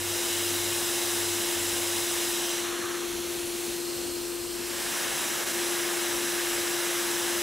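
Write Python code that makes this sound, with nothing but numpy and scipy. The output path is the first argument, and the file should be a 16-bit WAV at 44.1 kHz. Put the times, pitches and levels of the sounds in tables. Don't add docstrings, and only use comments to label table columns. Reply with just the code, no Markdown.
import sys
import numpy as np
from scipy import signal
from scipy.fft import rfft, irfft, next_fast_len
from scipy.io import wavfile
from scipy.ndimage import uniform_filter1d, map_coordinates

SR = 44100
rng = np.random.default_rng(int(sys.argv[2]) if len(sys.argv) > 2 else 0)


def generate_wav(sig):
    pcm = np.round(np.clip(np.atleast_2d(sig).T, -1, 1) * 32767).astype(np.int16)
    wavfile.write(sys.argv[1], SR, pcm)


N = 327222
TIME = np.arange(N) / SR


def amp(db):
    return 10 ** (np.asarray(db) / 20)


def unit(x):
    return x / np.sqrt(np.mean(x ** 2) + 1e-20)


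def curve(points, hz):
    freqs, levels = np.transpose(points)
    return np.interp(np.log(hz + 1), np.log(freqs + 1), levels)


def bell(hz, centre_hz, width_hz):
    return 1 / (1 + (2 * (hz - centre_hz) / width_hz) ** 2)


def eq(x, response):
    size = next_fast_len(N + 8192)
    return irfft(rfft(x, size) * response(np.fft.rfftfreq(size, 1 / SR)), size)[..., :N]


def wobble(rate):
    return map_coordinates(rng.standard_normal(int(N * rate / SR) + 4), [TIME * rate])


def swell(start, attack, hold, release):
    return np.interp(TIME, np.cumsum([start, attack, hold, release]), [0, 1, 1, 0])


def sine(hz, phase=0):
    return np.sqrt(2) * np.sin(2 * np.pi * np.cumsum(hz) / SR + phase)


def stereo(mid, side):
    return np.array([mid + side, mid - side])


def turbulence(shape, bins, frames):
    field = uniform_filter1d(rng.standard_normal(shape), size=bins, axis=0)
    return unit(uniform_filter1d(field, size=frames, axis=1))


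def air_noise(colour_db, patchy_db, side_db):
    spectra = signal.stft(rng.standard_normal((2, N)), nperseg=512)[2]
    spectra *= amp(patchy_db * turbulence(spectra.shape[1:], bins=8, frames=12))
    pair = signal.istft(spectra, nperseg=512)[1][:, :N]
    mid, side = eq(pair, lambda hz: amp([colour_db(hz), colour_db(hz) + side_db(hz)]))
    return stereo(mid, side) / np.sqrt(np.mean(mid ** 2))


# (arrival [s], departure [s], jet level on arrival [dB], jet level on departure [dB])
POSES = [(0, 2.3, -29, -29.5), (2.45, 2.55, -30, -30.4), (2.7, 2.86, -35, -36), (3.5, 3.72, -36, -34.5),
         (3.83, 4.5, -36, -37.5), (4.95, 6.5, -30.5, -30)]
POSE_TIMES = np.ravel([row[:2] for row in POSES])


def pose_mix(t):
    index = np.arange(len(POSES))
    position = np.interp(t, POSE_TIMES, np.repeat(index, 2))
    return np.clip(1 - abs(position - index[:, None]), 0, 1)


# (frequency [Hz], gain [dB])
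RUMBLE_EQ = [(15, -28), (25, -6), (45, 3.5), (62, 2), (100, 0.5), (130, -7.5), (200, -39)]
RUSH_EQ = [(60, -28), (95, -8.5), (140, -5.5), (190, -4.5), (250, 2), (300, -1), (400, -3), (480, 0),
           (600, -8), (1000, -9), (2500, -47.5)]
# (frequency [Hz], side over mid [dB])
ROOM_WIDTH = [(60, -17), (110, -16), (200, -10), (480, -10), (800, -11), (1300, -16), (2200, -23),
              (3500, -36), (15000, -37)]
# (frequency [Hz], left over right [dB])
ROOM_BALANCE = [(110, 0.5), (200, 1.5), (380, 9.5), (700, 4), (1300, 2)]


def room_tone():
    width = lambda hz: curve(ROOM_WIDTH, hz)
    second_spot = pose_mix(TIME)[-1]
    rumble_db = -56.5 - 4.5 * second_spot + 2.5 * wobble(7)
    rush_db = -45.5 + second_spot
    rumble = amp(rumble_db) * air_noise(lambda hz: curve(RUMBLE_EQ, hz), patchy_db=0.71, side_db=width)
    rush = amp(rush_db) * air_noise(lambda hz: curve(RUSH_EQ, hz), patchy_db=0.87, side_db=width)
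    return eq(rumble + rush, lambda hz: amp(np.outer([.5, -.5], curve(ROOM_BALANCE, hz))))


# (time [s], half width [s])
DRONE_GAPS = [(.23, 0.11), (1.01, .13), (1.51, 0.12)]


def drone(pitch_hz=97.7, settle_s=.6, end_s=2.08):
    hz = pitch_hz + 0.74 * wobble(6)
    level_db = -51.5 + 8 * np.exp(-TIME / settle_s) + 1.9 * wobble(6.9)
    gain = amp(level_db) * np.clip((end_s - TIME) / 0.08, 0, 1)
    for at_s, half_s in DRONE_GAPS:
        gain *= np.clip(abs(TIME - at_s) / half_s, 0, 1)
    return gain * [sine(hz, phase=0.11), sine(hz, phase=-0.11)]


# (pitch ratio, gain [dB])
WHINE_PARTIALS = [(1, 0), (.9916, -4), (.9598, -8), (1.5005, -5)]


def blower_whine(pitch_hz=4236, recover_s=1.5):
    hz = pitch_hz
    for at_s, sag_hz in (0, 12), (4.9, 18):
        hz = hz - sag_hz * (TIME >= at_s) * np.exp(-abs(TIME - at_s) / recover_s)
    off_board = pose_mix(TIME)[2:5].sum(axis=0)
    level_db = -56.5 + 2 * off_board
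    return sum(amp(level_db + db + 3.1 * wobble(3.13)) * sine(ratio * hz + 1.2 * wobble(8))
               for ratio, db in WHINE_PARTIALS)


# (pitch [Hz], left level [dB], right level [dB], waver [dB])
FAN_TONES = [(366.4, -49, -56, 1.5), (693.6, -61, -65, 2.5)]


def bench_fan(pitch_hz=346.8, left_db=-33, right_db=-40, lead_rad=0.41):
    hz = pitch_hz + .25 * wobble(2)
    hum = amp([[left_db], [right_db]]) * [sine(hz, lead_rad / 2), sine(hz, -lead_rad / 2)]
    cancel_s = (4.33, .9, .295, .012)
    hum *= amp(0.96 * (TIME > sum(cancel_s)))
    hum += amp(-36) * swell(*cancel_s) * sine(hz, phase=2.76)
    for tone_hz, tone_left_db, tone_right_db, waver_db in FAN_TONES:
        gain = amp([[tone_left_db], [tone_right_db]]) * amp(waver_db * wobble(4))
        hum += gain * sine(tone_hz + 0.26 * wobble(1.84))
    return hum


def nozzle_swish(start_s=3.3, from_hz=12200, fall_hz_per_s=11800, width_hz=1400):
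    hz, t, spectra = signal.stft(rng.standard_normal(N), SR, nperseg=512)
    centre_hz = np.clip(from_hz - fall_hz_per_s * (t - start_s), width_hz, from_hz)
    spectra *= bell(hz[:, None], centre_hz, width_hz)
    hiss = unit(signal.istft(spectra, nperseg=512)[1][:N])
    return amp(-50.5) * swell(start_s, attack=.15, hold=.29, release=.15) * hiss


# (centre [Hz], width [Hz], gain [dB])
EDGE_RESONANCES = [(1200, 420, 0.12), (1700, 430, -1)]


def edge_whoosh():
    def colour_db(hz):
        power = sum((amp(db) * bell(hz, centre, width)) ** 2 for centre, width, db in EDGE_RESONANCES)
        return 10 * np.log10(power)

    whoosh = air_noise(colour_db, patchy_db=1.9, side_db=lambda hz: -18)
    return amp(-40.5) * swell(start=2.48, attack=0.18, hold=0.24, release=0.22) * whoosh


# (frequency [Hz], gain [dB])
FIRST_SPOT_EQ = [(290, -22), (500, -4.5), (1610, -6.5), (2370, -5.5), (3930, -3.5), (4410, -6),
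                 (7630, -2.5), (11500, -7), (15700, -13)]
SECOND_SPOT_EQ = [(290, -42), (500, -5.5), (1730, -5), (3880, -6), (4410, -11), (5100, -6), (7740, -6.5),
                  (11500, -9), (15700, -17.5)]
# (centre [Hz], width [Hz], gain at first spot [dB], gain at second spot [dB])
NOZZLE_BELLS = [(910, 330, 2.5, 1), (1695, 420, 4.5, 5), (2190, 140, 5, 3), (2316, 86, -8, -3.5),
                (2890, 510, 4, 2.5), (4025, 570, 7, 4), (4290, 480, -6.5, -2), (5114, 160, 7.5, 4),
                (5880, 120, 6, 6), (7010, 150, 4, 4.5), (7155, 160, -12, -16), (7630, 780, 3.5, 4.5),
                (8340, 210, -7, -8), (9400, 540, 4.5, 3.5), (9900, 446, -0.5, -3.5), (10580, 670, 2.5, 3.5),
                (12950, 400, 2.5, 1), (13600, 400, 4.5, 5), (14200, 450, -3, -6), (15200, 500, 2, 5)]
# (centre [Hz], width [Hz], gain [dB])
TIPPING_BELLS = [(3100, 400, 4), (5850, 600, 4), (7000, 500, -2), (11000, 6000, -2), (14600, 600, -8)]
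# (frequency [Hz], gain [dB])
LIFTING_EQ = [(300, -20), (700, -2), (2250, -2), (2750, 0), (4250, -2), (4700, -10), (5900, 0), (7300, -5),
              (7800, -3), (8300, -8), (9300, -4), (11000, -6), (14200, -14), (15700, -16)]
ALOFT_EQ = [(300, -20), (700, -5), (2000, -2), (3000, -.5), (4200, 0), (4750, -2.5), (6000, -.5),
            (8000, -1.5), (11000, -2), (13000, -7), (15700, -9)]
ASIDE_EQ = [(300, -20), (700, -6), (1500, -2), (2100, -5), (2800, 0), (3600, -3), (4300, -1), (5200, -.5),
            (6500, -3.5), (8200, 0), (10000, -4.5), (11500, -4), (13000, -8), (15700, -10)]


def air_jet(widen_db=30, widen_above_hz=5200):
    hz, t, spectra = signal.stft(rng.standard_normal((2, N)), SR, nperseg=1024)
    first, second = curve(FIRST_SPOT_EQ, hz), curve(SECOND_SPOT_EQ, hz)
    for centre, width, first_db, second_db in NOZZLE_BELLS:
        first += first_db * bell(hz, centre, width)
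        second += second_db * bell(hz, centre, width)
    tipped = first + sum(db * bell(hz, centre, width) for centre, width, db in TIPPING_BELLS)
    colours = [first, tipped, curve(LIFTING_EQ, hz), curve(ALOFT_EQ, hz), curve(ASIDE_EQ, hz), second]
    powers = np.transpose([unit(amp(colour)) ** 2 for colour in colours])
    mix = pose_mix(t)
    spectra *= np.sqrt(powers @ mix)
    spectra *= amp(0.56 * turbulence(spectra.shape[1:], bins=14, frames=5))
    aside = mix[4]
    treble = 1 / (1 + (widen_above_hz / (hz + 1)) ** 8)
    spectra[1] *= amp(curve(ROOM_WIDTH, hz)[:, None] + widen_db * np.outer(treble, aside))
    mid, side = signal.istft(spectra, nperseg=1024)[1][:, :N]
    level_db = np.interp(TIME, POSE_TIMES, np.ravel([row[2:] for row in POSES]))
    flutter_db = 0.22 * wobble(5.1) + 0.18 * wobble(11)
    return amp(level_db + flutter_db) * stereo(mid, side)


def scene():
    return air_jet() + edge_whoosh() + nozzle_swish() + bench_fan() + blower_whine() + drone() + room_tone()


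# (time [s], half width [s], gain [dB])
LEVEL_DIPS = [(5.452, 0.011, -4), (5.528, 0.0053, -3.5)]


def record(dry, rise_s=0.15, top_hz=15740):
    rise_db = -3 * np.exp(-TIME / rise_s)
    dips_db = sum(db * np.exp(-((TIME - at_s) / half_s) ** 2) for at_s, half_s, db in LEVEL_DIPS)
    return eq(dry * amp(rise_db + dips_db), lambda hz: hz < top_hz)


dry = scene()
out = record(dry)
generate_wav(out)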